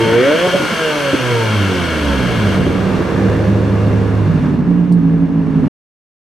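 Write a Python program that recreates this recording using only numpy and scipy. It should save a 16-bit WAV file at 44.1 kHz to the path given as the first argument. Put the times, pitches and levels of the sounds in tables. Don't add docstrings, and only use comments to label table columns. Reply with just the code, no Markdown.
import sys
import numpy as np
from scipy import signal
from scipy.fft import rfft, irfft, next_fast_len
from scipy.io import wavfile
from scipy.ndimage import uniform_filter1d, minimum_filter1d, map_coordinates

SR = 44100
rng = np.random.default_rng(int(sys.argv[2]) if len(sys.argv) > 2 else 0)


def persist_wave(psi):
    counts = np.round(np.clip(psi, -1, 1) * 32767).astype(np.int16)
    wavfile.write(sys.argv[1], SR, np.atleast_2d(counts).T)


N = 276066

# (frequency [Hz], time [s])
ECHO_FADE = [(100, 0.56), (1000, 0.37), (10000, 0.026)]
# (frequency [Hz], likeness [0-1])
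EAR_LIKENESS = [(100, 1), (500, .85), (1000, .82), (2000, .72), (4000, .68), (12000, .7)]
# (time [s], level [dB])
CLICKS = [(4.923, -38), (4.942, -51)]
# (frequency [Hz], left minus right [dB])
LUMPY_SIDE = [(60, -3), (110, -3.5), (200, -3), (380, -3.5), (700, -1), (1290, -1.5), (2380, 1.5),
              (4400, 0.0), (8120, 1), (15000, -2.5)]
CAR_SIDE = [(60, -3), (200, -1.5), (400, -1), (700, -0.5), (1300, 0.5), (2400, 3), (4400, 1.5), (8100, 2),
            (15000, -3)]

# (frequency [Hz], relative level [dB])
CLICK_COLOUR = [(2500, -28.5), (4200, 2), (6500, -12), (9300, -0.5), (11000, -17.5), (14500, -13.5),
                (16000, -47.5)]
LOADED_COLOUR = [(30, -39.5), (50, -13), (80, -5), (107, -4.5), (135, -2.5), (193, 0.5), (227, -16.5),
                 (260, 0.5), (326, -7), (380, -2.5), (463, -6.5), (680, -31), (900, -32.5), (1300, -67),
                 (2500, -120)]
EASED_COLOUR = [(30, -44.5), (55, -28), (80, -30), (120, -16), (150, -9), (170, -20.5), (205, -7),
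                (247, -11), (284, -6), (330, -20.5), (370, -25), (430, -13), (500, -30), (900, -31),
                (1300, -42.5), (2500, -120)]
CHUFF_COLOUR = [(400, -7.5), (600, -2.5), (720, -8.5), (950, -8), (1150, -7), (1300, -11.5), (1580, -11),
                (1660, -9), (1780, -13.5), (1950, -16), (2190, -17), (2600, -20.5), (2820, -17.5),
                (2950, -24.5), (4000, -38), (5500, -61.5), (9000, -120)]
FIZZ_COLOUR = [(2060, -23.5), (3500, 1), (3950, -5), (4280, -2), (4740, -7), (5910, -7.5), (7230, -14),
               (8200, -14), (10700, -20), (14600, -26.5), (15800, -36.5)]
BLAST_COLOUR = [(45, -36.5), (90, 0), (150, 0), (300, 3), (420, 1), (600, -5), (850, -30), (2000, -120)]
BARK_COLOUR = [(200, -35), (450, -16), (620, -10), (760, -17.5), (900, -15.5), (1200, -14), (1500, -12),
               (2100, -25), (5000, -50.5), (9000, -120)]
RASP_COLOUR = [(380, -22.5), (650, -9), (770, -8), (900, -7), (1190, -3.5), (1400, -5), (1540, -4),
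               (1640, .5), (1760, -5), (1920, -9.5), (2190, -3), (2450, -10.5), (2680, -10), (2820, -4.5),
               (3000, -13.5), (3220, -10), (3900, -15), (4500, -15), (5500, -31), (9000, -120)]
HONK_COLOUR = [(300, -69.5), (800, -26), (1180, -5), (1460, 6), (1750, 1.5), (2100, -6.5), (3200, -38),
               (7000, -120)]
HISS_COLOUR = [(2060, -24), (3500, -11), (4450, -5.5), (4920, -4.5), (6170, -3), (6490, -4.5), (7050, -13),
               (8100, -7.5), (9480, -14), (10700, -12.5), (14600, -24.5), (15200, -26.5), (15800, -32.5)]
BURBLE_COLOUR = [(40, -33.5), (90, -10), (140, 4), (300, 3.5), (520, 7), (750, -3.5), (1200, -42),
                 (3000, -120)]

# (time [s], four-stroke cycle rate [Hz], load [0-1], nearness [dB])
LUMPY_RUN = [(0, 13, 0.86, -15.5), (1.2, 9.5, 1, -19.5), (1.7, 11.6, 0.27, -10.5), (2.0, 11.2, 0.98, -7),
             (2.4, 11.84, 1, -3), (2.7, 12.5, 0.97, 1), (2.9, 12.8, 0.94, 2), (3.25, 13.12, 0.97, 2),
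             (3.6, 13.15, 0.99, 0), (3.9, 13.05, 0.94, 1.5), (4.22, 12.85, 0.83, 1),
             (4.35, 12.4, 0.69, 1.5), (4.55, 12.2, .42, 2), (4.68, 11.66, 0.16, 2.5), (4.9, 11.8, 0.05, 1),
             (5.07, 11, 0.11, 2), (5.3, 11.24, 0.05, 2), (5.66, 10.37, 0.05, 3)]
# (multiple of the cycle rate, at full load [dB], at half load [dB], eased off [dB])
LUMPY_ORDERS = [(5, -16, -15, -23), (6, -9.5, -20.5, -31), (10, -16, -18, -23.5), (12, -10, -6, -27),
                (14, -10, -20, -7.5), (16, -17.5, -8.5, -11), (20, -9.5, -4, -9), (21, -27, -4, -18),
                (24, -24.5, -11.5, -10), (25, -11.5, -19, -2), (29, -19.5, -23, -17),
                (32, -20.5, -18.5, -20), (36, -11, -22.5, -26), (39, -19, -34.5, -30.5),
                (40, -16.5, -45, -16), (46, -18, -40, -29.5), (57, -26, -40, -34.5)]
# (time [s], relative level [dB])
ORDERS_LEVEL = [(2.95, -6), (3.22, -1)]
BOOM_LEVEL = [(2.5, -34), (2.7, -28), (3.08, -28), (3.3, -17.5), (4.27, -15), (4.38, -30), (4.65, -33),
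              (4.9, -39), (5.66, -34)]
GAS_LEVEL = [(2.55, -23), (2.63, -27), (2.95, -25), (3.45, -25.5), (3.55, -26), (4.45, -30), (4.62, -35.5),
             (4.9, -36), (5.35, -37.5), (5.66, -34.5)]
# (time [s], relative level [dB], half width [s], multiple of the cycle rate)
DRONE_SURGES = [(3.254, -18.5, 0.022, 15), (3.507, -17, 0.023, 15), (3.737, -17, 0.017, 15),
                (4.333, -14.5, 0.041, 13), (4.448, -20, 0.025, 13), (4.524, -16.5, 0.032, 20),
                (4.577, -19, 0.03, 13), (4.713, -14, 0.025, 15), (4.806, -16.5, 0.021, 15),
                (4.945, -8.5, 0.03, 15), (5.054, -15, 0.018, 15), (5.131, -15.5, 0.04, 15),
                (5.236, -15, 0.016, 15), (5.384, -17.5, 0.026, 15), (5.574, -15, 0.015, 15),
                (5.642, -12.5, 0.014, 25)]

# (time [s], boom [dB], half width [s], pitch [Hz], blast [dB])
FUEL_COUGHS = [(0.018, -17, 0.025, 346, -23), (.085, -24.5, 0.031, 166, -25),
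               (.155, -24, 0.026, 187, -19.5), (0.474, -18, 0.0058, 407, -14.5),
               (0.551, -10, 0.012, 562, -16.5), (0.605, -26.5, 0.009, 290, -26),
               (0.634, -21, 0.02, 300, -25), (0.724, -19.5, 0.0086, 220, -24),
               (1.137, -17, 0.0062, 300, -12.5), (1.147, -16, 0.0057, 272, -12.5),
               (2.601, -19, 0.015, 85.5, -13), (2.671, -15, 0.011, 278, -17.5),
               (2.703, -18, 0.012, 92, -21), (2.755, -22, .005, 200, -18), (2.791, -25, 0.0046, 78, -19),
               (3.007, -26, 0.0087, 101, -14)]
# (time [s], firing rate of one bank of six cylinders [Hz])
CAR_SPEED = [(0, 113.7), (.1, 112.1), (.19, 120), (.26, 137.1), (.4, 171.4), (.46, 182.4), (.51, 179.4),
             (.59, 180.6), (.67, 175.7), (.75, 166.3), (.88, 154.6), (1.04, 141.1), (1.2, 128),
             (1.38, 115.7), (1.66, 97.1), (1.87, 83.3), (2.23, 62.8), (2.5, 48.5), (2.6, 46.8)]
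# (time [s], throttle opening [0-1])
CAR_THROTTLE = [(0, 0), (.05, 0.46), (.12, 0.83), (.21, 1), (.45, 0.6), (.49, 0)]
# (time [s], gain [dB])
CAR_FADE = [(2.53, 0.5), (2.65, -3.5), (3.0, -12), (3.6, -51.5)]
# (multiple of the firing rate, relative level [dB])
CAR_ORDERS = [(1, -1), (2, -2), (3, 0), (4, 1.5), (5, -9.5), (6, -11), (8, -5), (10, -14), (13, -12),
              (14, -13)]
# (frequency [Hz], gain [dB])
THROTTLE_BOOST = [(90, -7.6), (150, -3.7), (250, 8), (370, 14.5), (450, 9), (550, 11.5), (680, 7.5),
                  (850, -2.7), (1100, 0), (1500, 7), (2100, -1), (2800, -5)]
# (frequency [Hz], half width [Hz], gain [dB])
PIPE_RESONANCES = [(70.4, 7, -21.2), (101.4, 8, -15.3), (123, 9.6, -24), (178.6, 8, -29),
                   (201.5, 12, -20.3), (256, 13, -28), (294, 14, -25.5), (361.5, 20, -29.2),
                   (468, 16, -20.5), (549, 24, -23), (615, 35, -28.5), (736, 17, -33), (904.5, 26, -21.5),
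                   (1190, 90, -31), (1500, 120, -28)]

CRUISE_HZ = 120
BARK_RULE_DB, RASP_RULE_DB = (-35, 6, 0.92), (-22.5, 3.5, 2.5)
HISS_RULE_DB, BURBLE_RULE_DB = (-35.5, -1, 3.4), (-27, 4.3, -0.88)
PITCHED_RULE = (.55, .15, .08)


def amp(db):
    return 10 ** (np.asarray(db) / 20)


def unit(x):
    return x / np.sqrt(np.mean(x ** 2) + 1e-20)


def along(points, hz):
    freqs, values = np.transpose(points)
    return np.interp(np.log(hz + 1), np.log(freqs + 1), values)


def curves(rows):
    times, *columns = np.transpose(rows)
    return [np.interp(np.arange(N) / SR, times, column) for column in columns]


def wobble(rate):
    return map_coordinates(rng.standard_normal(int(N * rate / SR) + 4), [np.arange(N) * rate / SR])


def bump(at_s, width_s):
    return np.exp(-.5 * np.minimum(((np.arange(N) / SR - at_s) / width_s) ** 2, 200))


def filtered(x, response):
    size = next_fast_len(N + SR // 4)
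    return irfft(rfft(x, size) * response(np.fft.rfftfreq(size, 1 / SR)), size)[..., :N]


def placed(x, side):
    return filtered(x, lambda hz: amp(np.array([[.5], [-.5]]) * along(side, hz)))


def ring(x, colour, size=8192):
    cepstrum = irfft(np.log(amp(along(colour, np.fft.rfftfreq(size, 1 / SR))) + 1e-6))
    cepstrum[1:size // 2] *= 2
    cepstrum[size // 2 + 1:] = 0
    ringing = irfft(np.exp(rfft(cepstrum)))
    return unit(signal.fftconvolve(x, ringing)[:N])


def rush(colour, flow):
    def response(hz):
        spread = np.arccos(np.clip(along(EAR_LIKENESS, hz), -1, 1)) / 2
        return amp(along(colour, hz)) * np.array([np.cos(spread), np.sin(spread)])
    mid, side = filtered(flow * rng.standard_normal((2, N)), response)
    return unit(np.array([mid + side, mid - side]))


def puffs(phase, depth_db, flutter_db):
    return amp(depth_db * np.cos(2 * np.pi * phase) + flutter_db * wobble(170))


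def order_tone(phase, waver_db, smear, rate):
    strength = np.sqrt(2) * amp(waver_db * wobble(rate))
    return strength * np.sin(2 * np.pi * (phase + rng.random()) + smear * wobble(rate))


def garage_echo(x):
    hz, t, noise = signal.stft(rng.standard_normal((2, SR // 2)), SR, nperseg=256)
    tail = signal.istft(noise * amp(-60 * t / along(ECHO_FADE, hz)[:, None]), SR, nperseg=256)[1]
    delayed = np.pad(x.mean(axis=0), (700, 0))
    return signal.fftconvolve(delayed[None], tail / np.linalg.norm(tail[0]), axes=1)[:, :N]


def double_click(fade_s=.065):
    t = np.arange(N) / SR
    strikes = sum(amp(db - 60 * np.abs(t - at) / fade_s) * (t > at) for at, db in CLICKS)
    return strikes * rush(CLICK_COLOUR, 1)


def firings(phase, uneven_db, scatter_db, jitter, cylinders):
    strength = rng.standard_normal(cylinders)
    turns = np.arange(1, int(phase[-1]))
    chance = rng.standard_normal((len(turns), 2))
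    at = np.interp(turns + jitter * chance[:, 0], phase, np.arange(N) - .5).clip(0, N - 2)
    size = amp(uneven_db * strength[turns % cylinders] + scatter_db * chance[:, 1])
    i = at.astype(int)
    return np.bincount(i, size * (1 - at + i), N) + np.bincount(i + 1, size * (at - i), N)


def silencer_drone(phase):
    orders = sorted({round(k) for *_, k in DRONE_SURGES})
    tones = {k: order_tone(k * phase, waver_db=.7, smear=.15, rate=20) for k in orders}
    hum = amp(-25.5) * tones[round(DRONE_SURGES[0][3])]
    return hum + sum(amp(db) * bump(at, width) * tones[round(k)] for at, db, width, k in DRONE_SURGES)


def lumpy_gas(phase):
    gas_db, = curves(GAS_LEVEL)
    fizz_db = -47 + 1.24 * (gas_db + 29)
    flow = puffs(5 * phase, depth_db=.4, flutter_db=.4)
    return amp(gas_db) * rush(CHUFF_COLOUR, flow) + amp(fizz_db) * rush(FIZZ_COLOUR, flow)


def lumpy_engine(body_db=-16.5, sag_db=-3.5):
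    def by_load(full_db, half_db, eased_db):
        return amp(np.interp(load, [0, .5, 1], [eased_db, half_db, full_db]))
    cycle_hz, load, near_db = curves(LUMPY_RUN)
    phase = np.cumsum(cycle_hz * (1 + 0.0017 * wobble(14))) / SR
    boom = amp(curves(BOOM_LEVEL)[0]) * order_tone(8 * phase, waver_db=.7, smear=.06, rate=20)
    drone = silencer_drone(phase)
    orders = sum(by_load(*levels) * order_tone(round(k) * phase, waver_db=1.6, smear=.3, rate=12)
                 for k, *levels in LUMPY_ORDERS)
    orders *= amp(curves(ORDERS_LEVEL)[0])
    pulses = firings(10 * phase, uneven_db=3, scatter_db=2, jitter=.2, cylinders=10)
    lumps = by_load(-5, -18, -34) * ring(pulses, LOADED_COLOUR)
    lumps += by_load(-25, -8, -7) * ring(pulses, EASED_COLOUR)
    lumps = filtered(lumps, lambda hz: 1 - 1 / (1 + (hz / 62) ** 4))
    lull = 1 - np.minimum(1, sum(bump(at, width) for at, _, width, _ in DRONE_SURGES))
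    body = amp(body_db + sag_db * (1 - load) * lull) * (orders + lumps)
    return amp(near_db) * (boom + drone + body + lumpy_gas(phase))


def coughs():
    t = np.arange(N) / SR
    ragged = .35 * wobble(150)
    blast = rush(BLAST_COLOUR, 1)
    sound = np.zeros((2, N))
    for at, boom_db, width, hz, blast_db in FUEL_COUGHS:
        boom = np.sqrt(2) * np.cos(2 * np.pi * hz * (t - at) + ragged)
        sound += bump(at, width) * (amp(boom_db) * boom + amp(blast_db) * blast)
    return sound


def pipe_gain(hz):
    grid = np.arange(SR // 16)
    peaks = sum(amp(db) / (1 + ((grid - centre) / width) ** 2) for centre, width, db in PIPE_RESONANCES)
    return np.interp(hz, grid, peaks)


def pipe_tones(bank_hz, phase, throttle, misfire_db=-8, lag_s=.04):
    misfire = np.max([bump(at + lag_s, .011) for at, *_ in FUEL_COUGHS], axis=0) * (1 - throttle) ** 2
    tones = np.zeros(N)
    for k, db in CAR_ORDERS:
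        gain = amp(db + throttle * along(THROTTLE_BOOST, k * bank_hz)) * pipe_gain(round(k) * bank_hz)
        tones += gain * order_tone(round(k) * phase, waver_db=1.2, smear=.1, rate=35)
    return amp(misfire_db * misfire) * tones


def pipe_bounce(x, fade_s):
    t = np.arange(SR // 20) / SR
    return signal.fftconvolve(x, rng.standard_normal(len(t)) * amp(-60 * t / fade_s))[:N]


def cylinder_buzz(phase, crank_db, cam_db, spread_db, rate, count=4, size=16384):
    k = np.arange(size // 24)
    weight_db = np.where(k % 6 == 0, 0, np.where(k % 2 == 0, crank_db, cam_db))
    strengths = amp(weight_db + spread_db * rng.standard_normal((count, len(k))))
    cycles = irfft(strengths * np.exp(2j * np.pi * rng.random(strengths.shape)), size)
    place = phase / 6 % 1 * size
    shares = np.array([wobble(rate) for _ in cycles])
    blend = sum(share * np.interp(place, np.arange(size), cycle) for share, cycle in zip(shares, cycles))
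    return blend / np.linalg.norm(shares, axis=0)


def sports_car():
    def follow(rule):
        return rule[0] + rule[1] * throttle + rule[2] * np.log2(bank_hz / CRUISE_HZ)
    bank_hz, = curves(CAR_SPEED)
    throttle, = curves(CAR_THROTTLE)
    phase = np.cumsum(bank_hz) / SR
    tones = pipe_tones(bank_hz, phase, throttle)
    buzz = cylinder_buzz(phase + .006 * wobble(60), crank_db=-5, cam_db=-8, spread_db=4, rate=9)
    buzz *= np.sqrt(bank_hz)
    bark = amp(follow(BARK_RULE_DB)) * ring(buzz, BARK_COLOUR)
    flow = puffs(phase, depth_db=.5, flutter_db=.2)
    pitched = np.clip(follow(PITCHED_RULE), 0, 1)
    rasp_tone = ring(pipe_bounce(buzz, fade_s=.012), RASP_COLOUR)
    rasp = np.sqrt(pitched) * rasp_tone + np.sqrt(1 - pitched) * rush(RASP_COLOUR, flow)
    honk = ring(buzz, HONK_COLOUR) + .4 * rush(HONK_COLOUR, flow)
    snarl = amp(follow(RASP_RULE_DB)) * (amp(-3 * throttle) * rasp + amp(-4) * throttle * honk)
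    hiss = amp(follow(HISS_RULE_DB)) * rush(HISS_COLOUR, flow)
    burble = amp(follow(BURBLE_RULE_DB)) * rush(BURBLE_COLOUR, flow)
    return amp(curves(CAR_FADE)[0]) * (tones + bark + snarl + hiss + burble)


def scene():
    engines = placed(sports_car() + coughs(), CAR_SIDE) + placed(lumpy_engine(), LUMPY_SIDE)
    return engines + amp(-16.5) * garage_echo(engines) + double_click()


def record(dry, ceiling_db=-1.5, stop_s=5.682, top_hz=15700):
    needed = np.minimum(1, amp(ceiling_db) / (np.abs(dry).max(axis=0) + 1e-9))
    gain = uniform_filter1d(minimum_filter1d(needed, size=400), size=300)
    running = np.clip((stop_s - np.arange(N) / SR) / .004, 0, 1)
    return filtered(dry * gain * running, lambda hz: hz < top_hz)


dry = scene()
out = record(dry)
persist_wave(out)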